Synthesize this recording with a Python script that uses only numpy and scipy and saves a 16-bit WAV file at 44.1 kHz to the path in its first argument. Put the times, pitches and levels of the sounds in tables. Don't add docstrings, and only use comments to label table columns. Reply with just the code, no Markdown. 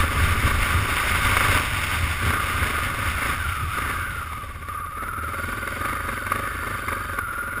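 import sys
import numpy as np
from scipy import signal
from scipy.fft import rfft, irfft, next_fast_len
from scipy.io import wavfile
from scipy.ndimage import uniform_filter1d, map_coordinates

SR = 44100
rng = np.random.default_rng(int(sys.argv[2]) if len(sys.argv) > 2 else 0)


def unload_audio(sound):
    columns = np.transpose(np.atleast_2d(sound))
    steps = np.round(np.clip(columns, -1, 1) * 32767)
    wavfile.write(sys.argv[1], SR, steps.astype(np.int16))


N = 335160
TIME = np.arange(N) / SR


# [t/s, f/Hz]
FIRING_RATE = [(0.0, 24.63), (1.13, 27.54), (1.54, 25.22), (1.88, 30.02), (2.22, 23.1), (2.34, 32.0),
               (2.61, 24.34), (3.33, 26.17), (3.44, 20.85), (3.68, 17.02), (3.84, 26.3), (4.16, 20.16),
               (4.51, 15.9), (4.96, 17.5), (5.02, 19.4), (5.35, 19.1), (5.44, 21.4), (5.76, 21.25),
               (5.92, 27.3), (6.25, 20.52), (6.37, 25.17), (6.75, 25.75), (6.84, 21.36), (7.06, 24.57),
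               (7.24, 19.71), (7.6, 20.99)]
# [f/Hz, level/dB per Hz]
CLATTER_SPECTRUM = [(100, -23), (250, -8.5), (500, -6), (800, -9), (1150, -2.5), (1450, -3), (1750, -6.5),
                    (2300, -6.5), (2900, -20), (4100, -22), (5800, -20)]
# [multiple of the firing rate, level/dB]
CRANK_SHAKE = [(2, 0.5), (3, -30.5), (4, -1), (5, -4)]


def engine(cycles, effort_db):
    speed, = curves(FIRING_RATE)
    effort_change_db = effort_db - effort_db.mean()

    throttle = np.minimum(1, amp(effort_change_db / 2))
    slow_stroke = np.minimum(1, 21 / speed) ** 2
    bark = amp(.5) * throttle * slow_stroke * barks(cycles, scatter_db=1.5, jitter_s=.00008)

    thud = amp(-6.0) * thuds(cycles, scatter_db=1.5, jitter_s=0.00012)

    burst = swell(cycles, lag=-.04, depth_db=6)
    loose_metal = rng.standard_normal(N) * burst * amp(2.0 * wobble(260))
    clatter = amp(5.0) * housed(loose_metal, CLATTER_SPECTRUM)

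    shake = np.zeros(N)
    for order, db in CRANK_SHAKE:
        shake += amp(db + 2 * wobble(6)) * np.sin(2 * np.pi * order * cycles)
    shake = amp(-40.5 + 0.33 * effort_change_db) * unit(shake)
    return amp(effort_db) * (bark + thud + clatter) + shake


# [t/s, length/s, f/Hz, level/dB]
EXHAUST_BARKS = [(-.017, .028, 232, -2.5), (-.013, .014, 305, 0), (-.009, .014, 415, 0),
                 (-.007, .018, 545, -2), (-.004, .013, 610, -6), (.007, .016, 400, -8)]


def barks(cycles, scatter_db, jitter_s):
    firings = np.interp(np.arange(1, int(cycles[-1]) + 1), cycles, TIME)
    out = np.zeros(N + SR)
    for delay, length, hz, db in EXHAUST_BARKS:
        chance = rng.standard_normal((len(firings), 2))
        t = np.arange(int(length * SR)) / SR
        puff = np.sin(2 * np.pi * hz * t) * np.sin(np.pi * t / length)
        puffs = puff * amp(db + scatter_db * chance[:, 1:])
        starts = np.abs(firings[:, None] + delay + jitter_s * chance[:, :1])
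        at = (starts * SR).astype(int) + np.arange(len(t))
        out += np.bincount(at.ravel(), puffs.ravel(), N + SR)
    return housed(out[:N], [(100, 2.5), (700, -4.5)])


# [share of the cycle after the firing, level/dB]
CYCLE_BLOWS = [(-.19, -11.5), (-.08, -5), (0, 3), (0.118, -9.5), (0.502, -4.5)]
# [f/Hz, level/dB per Hz]
THUD_SPECTRUM = [(25, -48), (60, -4), (100, -3), (160, 13), (300, 3), (550, -18), (720, -13), (1000, -14),
                 (1400, -3), (2200, -2), (3500, -10), (5500, -46)]


def thuds(cycles, scatter_db, jitter_s):
    turn = np.arange(int(cycles[-1]) + 2)
    blows = np.zeros(N)
    for share, db in CYCLE_BLOWS:
        chance = rng.standard_normal((len(turn), 2))
        at = np.interp(turn + share, cycles, TIME, left=-1, right=-1)
        at = at + jitter_s * chance[:, 0]
        heard = (at > 0) & (at < TIME[-1])
        sizes = amp(db + scatter_db * chance[heard, 1])
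        blows += np.bincount((at[heard] * SR).astype(int), sizes, N)
    return housed(blows, THUD_SPECTRUM)


# [t/s at the start, length/s, level/dB]
THROTTLE_TWISTS = [(-.07, 0.059, -21.5), (.08, 1.53, -39.5), (0.4, 0.071, -36), (1.22, 0.29, -43.5),
                   (1.513, 0.058, -36), (1.732, 0.37, -45), (2.212, 0.12, -34.5), (2.3, .76, -40.5),
                   (2.596, 0.067, -39.5), (3.149, 0.16, -37), (3.738, 0.18, -39), (3.947, 0.94, -51.5),
                   (4.934, 0.13, -42.5), (5.128, 2.067, -44.5), (5.33, 0.45, -50.5), (5.786, .14, -41),
                   (6.048, 0.058, -37.5), (6.285, .11, -38), (6.6, 0.088, -42), (6.855, .08, -40.5),
                   (7.265, .4, -46.5), (7.534, 0.082, -49)]
OPEN_S, CLOSE_S, IDLE_DB = 0.032, 0.047, -53


def pull():
    twists = sum(amp(db) * held(start, length, OPEN_S, CLOSE_S) for start, length, db in THROTTLE_TWISTS)
    return 20 * np.log10(amp(IDLE_DB) + twists)


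# [f/Hz, level/dB per Hz]
GEARCASE_SPECTRUM = [(500, -26.5), (1000, -13), (1150, 1), (1320, 8), (1490, 1.5), (1680, 0), (2000, -9),
                     (4000, -36.5)]


def gears(cycles, effort_db, kick, flutter, hash_db):
    meshes_per_cycle, surge, rough = 69, .06, .32
    speed, = curves(FIRING_RATE)
    saw = np.interp((cycles + 0.083) % 1, [0, kick, 1], [-1, 1, -1])
    swing = surge * (20 / speed) ** 2 * amp((effort_db - effort_db.mean()) / 4)
    pitch = meshes_per_cycle * speed * (1 + swing * saw + flutter * wobble(220))
    tone = np.sin(2 * np.pi * np.cumsum(pitch) / SR) * (1 + rough * wobble(300))
    load = swell(2 * cycles, lag=.2, depth_db=2.5)
    whine = housed(tone * load, GEARCASE_SPECTRUM)
    rattle = amp(hash_db) * (speed / 24) ** 2 * housed(rng.standard_normal(N), GEARCASE_SPECTRUM)
    return amp(whine_level(effort_db, speed)) * (whine + rattle)


# [t/s at the start, length/s, level/dB]
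WHINE_SWELLS = [(1.59, 0.58, -9.5), (3.394, 0.69, 3), (4.22, 0.45, -5), (4.444, 0.2, -2.5), (4.677, 0.6, 1),
                (4.856, 0.12, -5), (5.372, 0.43, -2.5), (7.238, 0.17, 2)]
WHINE_SWELL_S = 0.0097
WHINE_DB, WHINE_PER_PULL, WHINE_PER_SPEED_DB = -36, 0.084, 0.16


def whine_level(effort_db, speed):
    swells_db = sum(db * held(start, length, WHINE_SWELL_S, WHINE_SWELL_S)
                    for start, length, db in WHINE_SWELLS)
    pull_db = WHINE_PER_PULL * (effort_db - effort_db.mean())
    speed_db = WHINE_PER_SPEED_DB * (speed - speed.mean())
    return WHINE_DB + pull_db + speed_db + swells_db


# [f/Hz, level/dB]
VALVE_TONES = [(3110, -2), (3680, -5.5), (4615, -3), (5400, -14.5)]


def valves(cycles, db):
    bend = np.interp(TIME, [5.25, 5.45, 7.1, 7.22], [.15, 1, 1, .15])
    ages = [(cycles - share) % 1 for share in (.24, .56)]
    ticks = unit(sum(age * np.exp(-age / .06) for age in ages))
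    ring = np.zeros(N)
    for hz, level in VALVE_TONES:
        ring += amp(level) * np.sin(2 * np.pi * hz * TIME + wobble(120)) * amp(2 * wobble(35))
    return amp(db) * bend * ticks * ring


# [t/s, level/dB]
KNOCKS = [(0.459, -27), (1.147, -15), (1.317, -13), (1.367, -8), (1.406, -8.5), (1.446, -16),
          (1.516, -11.5), (1.571, -17), (2.629, -17), (3.227, -16), (3.784, -16), (4.33, -23),
          (4.684, -21.5), (5.674, -17), (5.855, -20), (6.266, -16.5), (6.319, -12), (6.882, -16.5),
          (6.929, -17.5), (7.187, -15.5)]


def knocks(t60, rise_s):
    t = np.arange(SR // 8) / SR
    shape = amp(-60 * t / t60) * (1 - np.exp(-t / rise_s))
    envelope = np.zeros(N + SR)
    for s, db in KNOCKS:
        envelope[round(s * SR):][:len(t)] += amp(db) * shape
    return envelope[:N] * housed(rng.standard_normal(N), CLATTER_SPECTRUM)


# [f/Hz, level/dB per Hz]
RUSH_SPECTRUM = [(60, 11.5), (200, 1), (500, -7.5), (850, -1), (1150, -1), (1700, 0), (2400, 1.5),
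                 (3100, -1.5), (3700, -10), (4100, -12.5), (4700, -6.5), (5450, -7), (5900, -12)]


def track(rush_db, stones_per_s, stone_db):
    struck = rng.random(N) < stones_per_s / SR
    stones = struck * rng.standard_normal(N) * amp(2 * rng.standard_normal(N))
    rush = rng.standard_normal(N) * amp(0.99 * wobble(35))
    grit = rush + amp(stone_db) * unit(stones)
    return amp(rush_db + 8) * housed(grit, RUSH_SPECTRUM)


# [t/s at the peak, length/s, buffet level/dB, deep pressure level/dB]
LOW_PULSES = [(0, 0.086, -23.5, -18.5), (0.258, 0.26, -20.5, -27), (0.457, 0.059, -20, -43),
              (0.567, 0.27, -29, -23), (0.77, 0.14, -21.5, -40), (1.29, .1, -27, -31),
              (1.477, 0.13, -24.5, -36), (2.042, 0.17, -25, -47), (2.278, 0.11, -20.5, -63),
              (2.61, 0.11, -23.5, -49), (3.114, 0.11, -27.5, -34), (3.478, 0.096, -27.5, -50),
              (3.64, 0.1, -26, -59), (6.322, 0.13, -47, -37)]
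# [f/Hz, level/dB per Hz]
BUFFET_SPECTRUM = [(20, -20), (45, -14), (65, -6), (82, 4), (100, -3), (130, -14), (200, -23.5),
                   (400, -31.5), (700, -42), (1500, -70)]
# [f/Hz, level/dB per Hz]
DEEP_SPECTRUM = [(10, -5), (22, -2), (34, -4), (55, -2), (80, -1), (200, -31), (600, -41.5)]
BUFFET_DB, BUFFET_PER_RUSH = -34.5, 0.37
DEEP_DB, DEEP_PER_RUSH = -45, 1


def headwind(rush_db, restless_db):
    pace_db = rush_db - rush_db.mean()
    buffet = amp(BUFFET_DB + BUFFET_PER_RUSH * pace_db + restless_db * wobble(12))
    deep = amp(DEEP_DB + DEEP_PER_RUSH * pace_db + restless_db * wobble(5.26))
    for s, length, buffet_db, deep_db in LOW_PULSES:
        bell = np.exp(-(2 * (TIME - s) / length) ** 2)
        buffet = np.hypot(buffet, amp(buffet_db) * bell)
        deep = np.hypot(deep, amp(deep_db) * bell)
    return wind(20 * np.log10(buffet), BUFFET_SPECTRUM) + wind(20 * np.log10(deep), DEEP_SPECTRUM)


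def wind(level_db, spectrum):
    eddies = housed(rng.standard_normal(N), spectrum)
    strength = np.sqrt(np.abs(uniform_filter1d(eddies ** 2, size=SR // 12)) + 0.12)
    return amp(level_db) * eddies / strength


# [f/Hz, width/Hz, level/dB]
HOUSING_MODES = [(254, 61, 3), (395, 39, 3), (552.6, 14, 8.5), (609, 11.7, 7.5), (1006, 47, 6),
                 (1153.4, 98, 12.5), (1236, 29, 11), (1418.6, 53, 8.5), (1528, 142, 8.5), (1792, 59, 4),
                 (2143, 385, 9), (2780, 410, 3.5), (3637, 385, 10.5)]


def housed(x, spectrum, size=8192):
    hz = np.fft.rfftfreq(size, 1 / SR)
    f, level = np.transpose(spectrum)
    db = np.interp(np.log(hz + 1), np.log(f), level)
    for centre, width, peak in HOUSING_MODES:
        db = db + peak / (1 + (2 * (hz - centre) / width) ** 2)
    cepstrum = irfft(np.log(amp(db)))
    cepstrum[1:size // 2] *= 2
    cepstrum[size // 2 + 1:] = 0
    impulse = irfft(np.exp(rfft(cepstrum)))
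    return unit(signal.fftconvolve(x, impulse)[:N])


def swell(cycles, lag, depth_db):
    return unit(amp(depth_db * np.cos(2 * np.pi * (cycles - lag))))


def held(start, length, rise_s, fall_s):
    age = np.maximum(TIME - start, 0)
    rise = 1 - np.exp(-np.minimum(age, length) / rise_s)
    fall = np.exp(-np.maximum(age - length, 0) / fall_s)
    return rise * fall


def wobble(rate):
    return map_coordinates(rng.standard_normal(int(N * rate / SR) + 4), [TIME * rate])


def curves(rows):
    s, *cols = np.transpose(rows)
    return [np.interp(TIME, s, c) for c in cols]


def amp(db):
    return 10 ** (np.asarray(db) / 20)


def unit(x):
    return x / np.sqrt(np.mean(x ** 2) + 1e-20)


def filtered(x, response):
    m = next_fast_len(N + SR // 2)
    return irfft(rfft(x, m) * response(np.fft.rfftfreq(m, 1 / SR)), m)[:N]


# [t/s, level/dB]
RUSH_LEVEL = [(0, -33.5), (.75, -34), (1.6, -31), (2.4, -37), (3.25, -36.5), (3.55, -40), (3.9, -40),
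              (4.3, -48), (4.85, -55), (5.2, -53), (5.4, -48), (6.4, -49.5), (7.6, -53)]
SPRAY_PER_PULL = 0.13
BUMP_DB, BUMPS_PER_S = 1.24, 11


def scene():
    speed, = curves(FIRING_RATE)
    rush_db, = curves(RUSH_LEVEL)
    cycles, effort_db = np.cumsum(speed) / SR, pull()
    motor = engine(cycles, effort_db)
    whine = gears(cycles, effort_db, kick=0.2, flutter=0.01088, hash_db=2.5)
    metal = valves(cycles, db=-49.5) + knocks(t60=0.037, rise_s=0.0016)
    ground_db = SPRAY_PER_PULL * (effort_db - effort_db.mean()) + BUMP_DB * wobble(BUMPS_PER_S)
    tyres = track(rush_db + ground_db, stones_per_s=700, stone_db=-5.5)
    return (motor + whine + metal + tyres + headwind(rush_db, restless_db=1.0))[None]


SAMPLE_HZ, EDGE_HZ, TOP_HZ = 12000, 5620, 15350


def record(dry):
    band = filtered(dry[0], lambda hz: 1 / np.sqrt(1 + (hz / EDGE_HZ) ** 60))
    mirrored = band * (1 + 2 * np.cos(2 * np.pi * SAMPLE_HZ * TIME))
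    return filtered(mirrored, lambda hz: np.sinc(hz / SAMPLE_HZ) * (hz < TOP_HZ))[None]


dry = scene()
out = record(dry)
unload_audio(out)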